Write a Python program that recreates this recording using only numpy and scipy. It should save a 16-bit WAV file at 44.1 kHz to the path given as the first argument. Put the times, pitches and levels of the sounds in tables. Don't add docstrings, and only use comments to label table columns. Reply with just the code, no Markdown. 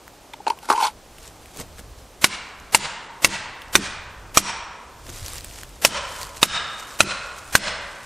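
import sys
import numpy as np
from scipy import signal
from scipy.io import wavfile
from scipy.ndimage import uniform_filter1d

SR = 44100
rng = np.random.default_rng(int(sys.argv[2]) if len(sys.argv) > 2 else 0)


def generate_wav(signal):
    frames = np.transpose(np.atleast_2d(signal))
    scaled = np.clip(frames, -1, 1) * 32767
    pcm = np.round(scaled).astype(np.int16)
    wavfile.write(sys.argv[1], SR, pcm)


def undo_db(level):
    steps = np.asarray(level, float) / 20
    return 10 ** steps


N = 355357


def evened(x):
    return x / np.sqrt(np.mean(abs(x) ** 2) + 1e-20)


def read(points, hz):
    f, value = np.transpose(points)
    return np.interp(np.log(hz + 1), np.log(f + 1), value)


def add(mix, s, sound):
    part = mix[..., round(s * SR):][..., :sound.shape[-1]]
    part += sound[..., :part.shape[-1]]


def high_pass(x, order, hz):
    return signal.sosfilt(signal.butter(order, hz, "high", fs=SR, output="sos"), x)


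# f/Hz, likeness/1
LIKENESS = [(28, .999), (45, .997), (65, .975), (150, 0.93), (550, 0.98), (1650, 0.99), (5000, 0.95),
            (15000, 0.7)]


def noise(size, shape, frame=512):
    hz = np.fft.rfftfreq(frame, 1 / SR)[:, None]
    t = np.arange(size * 4 // frame + 2) * frame / 4 / SR
    a, b, c, d = rng.standard_normal((len(t), len(hz), 4)).T
    same = np.clip(read(LIKENESS, hz), -1, 1)
    magnitude = shape(hz, t) * np.ones(len(t))
    magnitude = magnitude / np.linalg.norm(magnitude, axis=0)
    left = a + 1j * b
    right = same * left + np.sqrt(1 - same ** 2) * (c + 1j * d)
    z = np.array([left, right]) * magnitude
    return evened(signal.istft(z, nperseg=frame, noverlap=frame * 3 // 4)[1][:, :size])


def coloured(x, points):
    log_gain = np.log(undo_db(read(points, abs(np.fft.fftfreq(4096, 1 / SR)))))
    taps = np.fft.ifft(np.exp(log_gain - 1j * signal.hilbert(log_gain).imag)).real[:2048]
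    return signal.oaconvolve(x, taps)[:len(x)]


def ringing(x, modes, widen):
    t = np.arange(2048) / SR
    body = np.zeros(len(t))
    for k, (f, width, db) in enumerate(modes):
        fading = np.exp(-np.pi * width * widen * t)
        body += (-1) ** k * undo_db(db) * width * fading * np.sin(2 * np.pi * f * t)
    return signal.oaconvolve(x, body)[:len(x)]


def level(rows):
    s, *columns = np.transpose(rows)
    t = np.arange(s[0], s[-1], 1 / SR)
    return s[0], [np.interp(t, s, c) for c in columns]


# t/s, level/dB
WIND_STRENGTH = [(0, -58), (.6, -59), (.95, -52), (1.2, -48), (1.48, -52), (1.7, -40.5), (2.4, -54),
                 (2.67, -50), (2.96, -60), (3.3, -55), (3.94, -44), (4.45, -47), (4.8, -54), (5.15, -42),
                 (5.32, -40), (5.6, -43), (5.95, -50), (6.3, -44), (6.95, -55), (7.15, -48), (7.45, -52),
                 (7.67, -43), (8.05, -52)]
# f/Hz, level/dB (per Hz)
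WIND_TONE = [(8.8, -40), (15, -2.5), (52, 4.5), (116, -4.5), (228, -21.5), (300, -20), (390, -47),
             (660, -120)]
# f/Hz, level/dB (per Hz)
HUM_TONE = [(59, -52), (100, -8), (500, -4.5), (750, -6), (1800, -16), (5880, -19), (12100, -23.5),
            (15500, -27.5)]


def air():
    hum_db, lumps_db, lump_s = -46, 2, .06
    lumps = rng.standard_normal(N)
    for _ in range(2):
        lumps = uniform_filter1d(lumps, round(lump_s * SR))
    wind_db = np.interp(np.arange(N) / SR, *np.transpose(WIND_STRENGTH)) + lumps_db * evened(lumps)
    rumble = noise(N, lambda hz, t: undo_db(read(WIND_TONE, hz) - 32 * (hz > 300)), frame=4096)
    hum = noise(N, lambda hz, t: undo_db(read(HUM_TONE, hz)), frame=1024)
    return undo_db(wind_db - .6) * rumble + undo_db(hum_db - 2.0) * hum


# t/s (of the top), level/dB, rise/s (by 20 dB), fall/s (by 20 dB)
LEAF_RUSTLES = [(1.276, -48, .15, .04), (1.5, -58, .6, .8), (1.606, -39, .07, .04), (1.8, -45.5, .05, .015),
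                (1.984, -57.5, .03, .1), (5.098, -43.5, .05, .03), (5.156, -45.5, .12, .3),
                (5.3, -43, .3, .18), (5.38, -40.5, .2, .03), (5.448, -48, .05, .05), (5.6, -46, .4, .1),
                (5.75, -56, .5, .3), (6.08, -47, .2, .5), (6.236, -41.5, .3, .1), (6.376, -45.5, .1, .07),
                (6.74, -52, .2, .3), (6.8, -42, .04, .02), (6.96, -48, .7, .07), (7.24, -49.5, .2, .6),
                (7.392, -46, .05, .015), (7.51, -50, .2, .07), (7.85, -53, .3, .9), (8.03, -52.5, .1, .1),
                (8.055, -42, .01, .05)]
# f/Hz, level/dB (per Hz)
LEAF_TONE = [(290, -4), (500, 6), (716, -2), (983, 3), (6560, 3), (7790, 4), (14300, -6), (15500, -33)]
# t/s, level/dB, f/Hz
TWIG_AND_STALK_SNAPS = [(0.0792, -15.5, 1630), (0.3346, -18, 2200), (0.5886, -18, 2950), (1.1839, -18.5, 2820),
                        (1.2772, -19, 7700), (1.4583, -20, 2290), (1.573, -12, 8170), (1.602, -12, 8250),
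                        (1.784, -19, 1740), (1.793, -16.5, 1690), (2.6005, -21, 6500), (3.6192, -13.5, 3150),
                        (5.0662, -20, 1930), (5.0957, -20, 7380), (5.182, -18, 5060), (5.2618, -8, 5800),
                        (5.2824, -8, 4380), (5.3344, -11, 8790), (5.3825, -10, 5300), (5.4084, -17, 4640),
                        (5.4454, -8.5, 7970), (5.5117, -20, 2590), (5.5746, -23, 3170), (5.6334, -11, 1590),
                        (6.1584, -22, 2020), (6.2312, -6, 4430), (6.7974, -21, 6000), (6.8924, -22, 6000),
                        (7.2429, -22, 6500), (7.3886, -18, 6000),
                        (2.712, -27, 6000), (5.0675, -22, 5000), (5.184, -20, 8500), (1.2064, -28, 5690),
               (1.9871, -27, 5610), (3.683, -27, 5060), (5.15, -26, 8250), (5.166, -26, 5810),
               (5.4987, -25, 4890), (5.133, -20, 8500), (5.207, -24, 9000), (5.2665, -14, 4500),
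               (5.298, -22, 8000), (5.322, -19, 8200), (5.329, -19, 4000), (5.342, -21, 5000),
               (5.357, -22, 3000), (5.371, -21, 9000), (5.388, -19, 2000), (5.402, -24, 7000),
               (5.524, -24, 8500), (5.537, -25, 6000), (5.581, -23, 7500), (5.596, -25, 6500),
               (5.609, -25, 8500), (5.646, -24, 3000), (5.692, -25, 8000), (7.365, -25, 8500),
               (7.377, -25, 8000), (6.0876, -22, 6500), (6.1284, -27, 7000), (6.3704, -24, 2840),
               (6.9194, -26, 5700), (7.2619, -23, 6000), (7.445, -27, 8400), (7.51, -26, 7500),
               (7.95, -27, 6000)]
# t/s, level/dB
FOOTFALLS = [(1.562, -33), (1.589, -28), (1.79, -35), (5.085, -32.5)]


def leaves():
    out, t = np.zeros((2, N)), np.arange(700) / SR
    now = np.arange(0, N + 32, 32) / SR
    power = np.zeros(len(now))
    for s, db, rise, fall in LEAF_RUSTLES:
        power += undo_db(db - 20 * np.maximum((s - now) / rise, (now - s) / fall)) ** 2
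    tread = np.interp(np.arange(N) / SR, now, np.sqrt(power))
    hiss = noise(N, lambda hz, t: undo_db(read(LEAF_TONE, hz)))
    cracks = undo_db(5.4 * np.minimum(rng.exponential(1, N), 3.5)) * (rng.random(N) < .02)
    grain = uniform_filter1d(cracks, 40)
    out += undo_db(5.0) * tread * evened(hiss * (1.2 + evened(grain)))
    for s, db, hz in TWIG_AND_STALK_SNAPS:
        snap = np.sin(2 * np.pi * hz * t) * (1 - np.exp(-t / 0.00019)) * undo_db(-60 * t / 0.0031)
        snap += .22 * rng.standard_normal(len(t)) * undo_db(-60 * t / 0.012)
        add(out, s, undo_db(db - 5.5) * snap[None])
    for s, db in FOOTFALLS:
        soil = noise(2600, lambda hz, t: 1 / (1 + (hz / 500) ** 2), frame=256)
        add(out, s, undo_db(db - 7) * soil * undo_db(-60 * np.arange(2600) / SR / 0.27))
    return out


# t/s, level/dB, f/Hz (hollow tone), rasp/dB (relative), swell/s
POUCH_KNOCKS = [(0.336, -32, 900, -2, .005), (0.401, -32.5, 830, -24, .005),
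                (0.467, -14.5, 910, -16, .0065), (0.479, -15, 850, -7, .002),
                (0.5005, -12.5, 930, -10, .006), (0.517, -32, 1000, -14, .005), (.528, -36, 950, -20, .005),
                (0.573, -41, 1050, -5, .005), (0.629, -38, 850, -2, .005), (0.654, -41, 845, 4, .005),
                (0.688, -19, 950, -9, .003), (0.703, -8, 876, -8.5, .003), (0.711, -13, 1100, -20, .002),
                (.7155, -11, 1100, -20, .0025), (0.7255, -15, 1074, -6, .003),
                (0.735, -14, 1020, -14, .002), (0.747, -21, 912, -18, .006),
                (0.758, -20.5, 914, -7.5, .006), (0.7766, -14, 985, -12, .0065),
                (.788, -17, 950, -20, .005), (0.8, -15, 1014, -16, .005), (.8085, -18, 950, -6, .004),
                (0.824, -11.5, 877, -14, .004), (0.833, -15, 880, -6, .005), (.842, -16, 900, -12, .004),
                (0.849, -12.5, 950, -10, .004), (.858, -19, 1000, -16, .003),
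                (0.867, -20.5, 1020, -3, .003), (0.878, -22, 950, -10, .005)]
# t/s, level/dB (low body, relative), f/Hz (squeak)
HANDLE_SLIDE = [
    (.47, -12, 2700),
    (.7, -8, 2200),
    (.88, -28, 3600),
]
# t/s, level/dB, f/Hz
RIM_CLACKS = [(.4665, -25, 1500), (.501, -20, 1150), (.688, -24, 1450), (.7015, 0, 1250), (.716, -14, 1500),
              (.726, -15, 1500), (.7355, -13, 1350)]
# t/s, length/s, level/dB, f/Hz
LEATHER_SQUEALS = [(.334, .01, -38, 3500), (.334, .008, -38, 2300), (.466, .006, -30, 2700),
                   (.478, .005, -30, 4300), (.5, .008, -30, 2900), (.5, .007, -33, 4400),
                   (.726, .006, -32, 5700), (.846, .012, -33, 6000), (.752, .018, -36, 2900),
                   (.826, .03, -29, 4350), (.826, .022, -33, 3500), (.832, .012, -32, 2200),
                   (.865, .012, -30, 4550), (.868, .02, -36, 3500)]
# t/s, level/dB, rasp/dB (relative)
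HANDLE_DRAGS = [
    [(0.46, -53, -15), (0.468, -18, -13), (0.49, -36, -8), (0.514, -36, -4), (0.55, -47, -10)],
    [(0.61, -55, 9), (0.658, -43, 7), (0.672, -58, 9), (0.704, -17, -1), (0.745, -26, -8), (.772, -26, -4),
     (.815, -22, -2), (0.852, -17.5, -3), (0.92, -50.5, 5)],
]
# f/Hz, width/Hz, level/dB
POUCH_HOLLOWS = [(416, 39, -34), (845, 88, 14), (1280, 25, -1), (2130, 110, -15)]
# f/Hz, level/dB (per Hz)
RASP_TONE = [(880, -22), (1450, 1.5), (1830, -16), (2200, -7), (5000, -12.5), (12000, -14), (15600, -34),
             (22000, -120)]


def pouch():
    out, t = np.zeros(SR), np.arange(1500) / SR
    slide_s, *slide = np.transpose(HANDLE_SLIDE)
    for s, db, hz, rasp_db, swell in POUCH_KNOCKS:
        low_db, squeak_hz = (np.interp(s, slide_s, c) for c in slide)
        swelling = (t / swell) ** 1.8 * np.exp(.6 - .7 * (t / swell) ** 2.6)
        hollow = np.sin(2 * np.pi * hz * t) * swelling
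        low = undo_db(low_db) * np.sin(2 * np.pi * 410 * t) * undo_db(-60 * t / 0.02)
        grit = rng.standard_normal(len(t))
        squeaks = [(squeak_hz, 220, 0), (1.62 * squeak_hz, 220, -4)]
        squeak = evened(coloured(grit, RASP_TONE)) + 0.6 * evened(ringing(grit, squeaks, 1))
        tick = undo_db(rasp_db - 5) * squeak * undo_db(-60 * t / 0.035)
        add(out, s, undo_db(db + 2.5) * (hollow + low + tick))
    for s, db, hz in RIM_CLACKS:
        add(out, s, -undo_db(db) * np.sin(2 * np.pi * hz * t) * undo_db(-60 * t / .011))
    for s, length, db, hz in LEATHER_SQUEALS:
        rub = evened(ringing(rng.standard_normal(len(t)), [(hz, 260, 0)], 1))[:round(length * SR)]
        add(out, s, undo_db(db) * rub * signal.windows.tukey(len(rub), .6))
    for rows in HANDLE_DRAGS:
        s, (db, rasp_db) = level(rows)
        slips = rng.standard_normal(len(db)) * undo_db(1.2 * rng.exponential(1, len(db)))
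        slips = slips * (rng.random(len(db)) < .2)
        drag = evened(ringing(slips, POUCH_HOLLOWS, 0.38))
        drag = drag + undo_db(rasp_db) * evened(coloured(slips, RASP_TONE))
        add(out, s, undo_db(db - 6) * drag * signal.windows.tukey(len(db), .08))
    nearby = rng.standard_normal(6000) * undo_db(-60 * np.arange(6000) / SR / .16)
    out = out + undo_db(-19) * signal.oaconvolve(out, nearby / np.linalg.norm(nearby))[:SR]
    return high_pass(out, 4, 230)


# f/Hz, level/dB (per Hz)
CRACK_TONE = [(35, -39), (60, -11.5), (559, -2.5), (2780, -1), (3350, -7), (8300, -6.5), (13000, -12),
              (15500, -30)]


def veil(lead):
    size = round((lead + 0.037) * SR)
    hiss = noise(4096, lambda hz, t: undo_db(.55 * read(CRACK_TONE, hz)), frame=256)[:, :size]
    near = np.exp(-abs(np.arange(size) / SR - lead) / 0.0055)
    return undo_db(-30) * hiss * signal.windows.tukey(size, .3) * (1 + 1.3 * near)


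# f/Hz, width/Hz, level/dB
TRUNK_TONES = [(130, 50, -3.5), (192, 21, -3), (335, 76, -2)]


def blow(db, thud_db, knock_db, ground_db, modes, contact, spring, sizzle_db, sizzle_t60):
    click_hz, spring_s, sizzle_hz = 5000, .0009, 3500
    t = np.arange(9000) / SR
    sides = [[1], [-1]]
    click = 1. * (t == 0)
    soft_click = 2 * np.pi * click_hz / SR * np.exp(-2 * np.pi * click_hz * t)
    raw = rng.standard_normal((2, len(t)))
    grit, bounce = raw * (undo_db(-60 * t / 0.018) + undo_db(-17.5 - 60 * t / 0.18))

    late = np.maximum(t - .0059, 0)
    grit = grit + undo_db(ground_db - 60 * late / 0.037) * (late > 0) * rng.standard_normal(len(t))
    thrown = undo_db(ground_db + 1.5) * np.diff(np.roll(click, round(.0055 * SR)), prepend=0)

    tones = list(modes) + [(410, 80, knock_db + 4)]
    ring = ringing(undo_db(-29) * grit + soft_click - thrown, tones, 1.15)
    bare = high_pass(coloured(grit, CRACK_TONE), 2, 600)
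    crack = evened(bare) + undo_db(3.5) * evened(ring)
    bright = bounce + 0.71 * np.diff(bounce, prepend=0)
    crack = crack + undo_db(-11.5) * evened(coloured(bright, CRACK_TONE)) * sides
    crack = undo_db(db + 23) * evened(crack) / np.sqrt(len(t)) * undo_db(-60 * t / 0.1)
    crack = np.roll(crack, round(contact * SR), axis=1)

    push = -.95 * np.sin(np.pi * np.minimum(t / contact, 1))
    springing = np.exp(-(t - contact) / spring_s) * (t > contact)
    push = push + spring * .6 * contact / spring_s * springing

    hiss = raw[0, ::-1] + .25 * raw[1, ::-1] * sides
    band = signal.butter(2, [sizzle_hz, 11000], "band", fs=SR, output="sos")
    sizzle = evened(signal.sosfilt(band, hiss))
    sizzle = undo_db(sizzle_db - 60 * t / sizzle_t60) * np.clip(t / .0055, 0, 1) * sizzle

    boom = evened(ringing(rng.standard_normal(len(t)), TRUNK_TONES, 1.3)) * .95
    boom = boom + .9 * np.sin(2 * np.pi * 200 * t) * undo_db(25 * t)
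    thud = undo_db(thud_db) * boom * (1 - np.exp(-t / 0.024)) * undo_db(-60 * t / 0.31)
    return crack + push + sizzle + thud


# f/Hz, level/dB (per Hz)
WOODS_TONE = [(120, -5), (200, -4.5), (268, -18.5), (586, -7), (716, -8), (1650, -3.5), (5120, -6),
              (9860, -8)]
# f/Hz, change/(dB/s)
AIR_LOSS = [(300, -16.5), (1000, 22.5), (3700, -17), (6000, -47), (12000, -86)]


def echo(top_s, top_db, modes, steel_hz, steel_db, lasting_db):
    dip_db, step_db, fall_db_per_s = -37, -5, 42
    blur_hz, blur_share = 110, .035
    steel_width_hz = 120
    t = np.arange(32000) / SR
    past_db = top_db + step_db
    end_db = past_db - fall_db_per_s * (1 - top_s)
    db = np.interp(t, [.02, .038, top_s, top_s + 0.015, 1], [-60, dip_db, top_db, past_db, end_db])

    def hump(hz, f, width):
        return 1 / (1 + (2 * (hz - f) / width) ** 2) ** 2

    def shape(hz, t):
        plain_db = read(WOODS_TONE, np.minimum(hz, 9000)) - 3.7 * np.maximum(hz - 9000, 0) / 1000
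        power = undo_db(-5.5 + plain_db) ** 2
        for f, _, ring_db in modes:
            ring_gain = undo_db(ring_db - 1.6 * max(f - 4000, 0) / 1000)
            power = power + ring_gain ** 2 * hump(hz, f, blur_hz + blur_share * f)
        steel = undo_db(steel_db + lasting_db * t) ** 2 * hump(hz, steel_hz, steel_width_hz)
        return np.sqrt(power + steel) * undo_db(read(AIR_LOSS, hz) * t)

    return undo_db(db) * noise(len(t), shape, frame=1024)


# t/s, level/dB, thud/dB (trunk), knock/dB (low), lead/s (of the veil)
HATCHET_BLOWS = [(2.2429, 1, -34, -6, .033), (2.747, 1, -32.5, -10, .028), (3.246, 0, -27.5, -3, .03),
                 (3.7535, 1.5, -22.5, 0, .03), (4.3725, 1.5, -28.5, -4, .033), (5.849, 1, -30.5, -15, .037),
                 (6.4294, 0, -35, -25, .018), (7.005, .5, -24.5, -15, .02), (7.5523, 1, -32, -30, .032)]
# bounce/dB (off the ground), t/s (swell's top, after the blow), level/dB (top)
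BLOW_ECHOES = [(-11, .105, -29.5), (-6.5, .11, -26), (-6, .108, -26), (-8, .11, -27), (-6, .125, -25),
               (-15, .128, -24), (-6, .138, -22), (-8, .11, -24), (-11, .13, -23)]
# f/Hz, level/dB (ring), level/dB (returned by the woods)
BLOW_RINGS = [
    [(1040, 5, -8), (1440, 3, -11), (2310, 14, -4), (2800, 10, -5), (4030, 11, -7), (4630, 7, -10),
     (5560, 5, -9)],
    [(925, 13, -8), (2070, 7, -8), (2800, 10, -6), (4740, 8, -9), (4050, 6, -12), (7130, 8, 0),
     (8140, 7, -9)],
    [(900, -4, -8), (1950, 9, -5), (2240, 10, -9), (2670, 13, -7), (4350, 7, -12), (4930, 8, -10),
     (6600, 5, -8)],
    [(1530, 4, -7), (1850, 2, -8), (2450, 9, -7), (3660, 10, -12), (4500, 5, -12), (5600, 6, -6),
     (6220, 7, -9)],
    [(950, -16, -3.5), (1090, 11, -9), (1300, 9, -8), (2400, 9, -3), (3230, 8, -12), (5730, 12, 0),
     (8000, 7, -1)],
    [(550, 6, -5), (1000, 8, -2), (1340, 6, -6), (2500, 10, -8), (3050, 9, -4), (4600, 6, -12),
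     (5550, 9, -3), (6070, 6, -9)],
    [(930, 4, -14), (1295, 15, -3), (1640, 3, -4), (2480, 10, -12), (2950, 5, -4), (3700, 17, 1),
     (5200, 6, -2)],
    [(580, 3, -5), (1100, 7, -8), (1390, 11, -1), (2540, 14, -1), (4100, 3, -3), (5340, 0, -10),
     (6220, 1, -10)],
    [(585, 3, -4), (1545, 18, -4), (2000, 0, -4), (2500, 8, -9), (2880, 9, -9), (3400, 8, -9),
     (4200, 8, -6), (5210, 6, -4)],
]
# f/Hz, level/dB, lasting/(dB/s)
STEEL_TONES = [(2220, -5, 0), (930, -5, 0), (2650, -7, 0), (2410, -7, 0), (5610, -1, 22), (575, -5, 8),
               (3715, 0, 14), (1460, -3, 0), (5230, -6, 15)]
# contact/s, spring/1 (share of shove springing back), sizzle/dB, fade/s (60 dB of sizzle)
STEEL_LANDINGS = [(.0004, .6, -16, .07), (.00035, 1.6, -14, .07), (.00035, 1.6, -15, .06),
                  (.0004, .4, -17, .07), (.0005, .2, -11, .08), (.0003, 1.3, -15, .1),
                  (.00025, .9, -23, .1), (.0004, .8, -26, .07), (.0004, .7, -9, .045)]


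def hammering(mix):
    after = np.arange(SR // 2) / SR
    rows = zip(HATCHET_BLOWS, BLOW_ECHOES, BLOW_RINGS, STEEL_TONES, STEEL_LANDINGS)
    for (s, db, thud_db, knock_db, lead), (ground_db, *swell), modes, steel, landing in rows:
        mix[:, round(s * SR):][:, :len(after)] *= undo_db(-18 * np.exp(-(after / 0.086) ** 2))
        rings = [(f, 60 + .03 * f, ring_db) for f, ring_db, _ in modes]
        add(mix, s - lead, veil(lead))
        add(mix, s - .0002, blow(db, thud_db, knock_db, ground_db, rings, *landing))
        add(mix, s, echo(*swell, modes, *steel))


def scene():
    mix = air() + leaves()
    drawn = pouch()
    add(mix, 0, np.array([1.03 * drawn + 0.25 * np.roll(drawn, 9), drawn]))
    hammering(mix)
    return mix


def thinned(x):
    hz, t, z = signal.stft(x, SR, "cosine", nperseg=2048, noverlap=1024)
    body = np.sqrt((abs(z[:, 15:400]) ** 2).mean(1, keepdims=True))
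    patches = uniform_filter1d(rng.standard_normal((len(t), len(hz))), size=24, axis=1)
    ragged_db = 5.3 * evened(patches).T
    floor_db = np.interp(hz, [6000, 8600, 10400, 13000, 15200], [-63, -23, -9.5, -16, -10])
    floor = body * undo_db(floor_db[:, None] + ragged_db)
    keep = np.clip(4 * (abs(z) / (floor + 1e-12) - 1), 0, 1) * (hz < 15700)[:, None]
    return signal.istft(z * keep, SR, "cosine", nperseg=2048, noverlap=1024)[1][:, :N]


def top_cut(x):
    return signal.sosfilt(signal.butter(12, 15690, fs=SR, output="sos"), x)


def record(dry):
    clipped = np.clip(dry * undo_db([[-.2], [.2]]), -.98, .98)
    mix = thinned(clipped)
    return top_cut(mix)


dry = scene()
out = record(dry)
generate_wav(out)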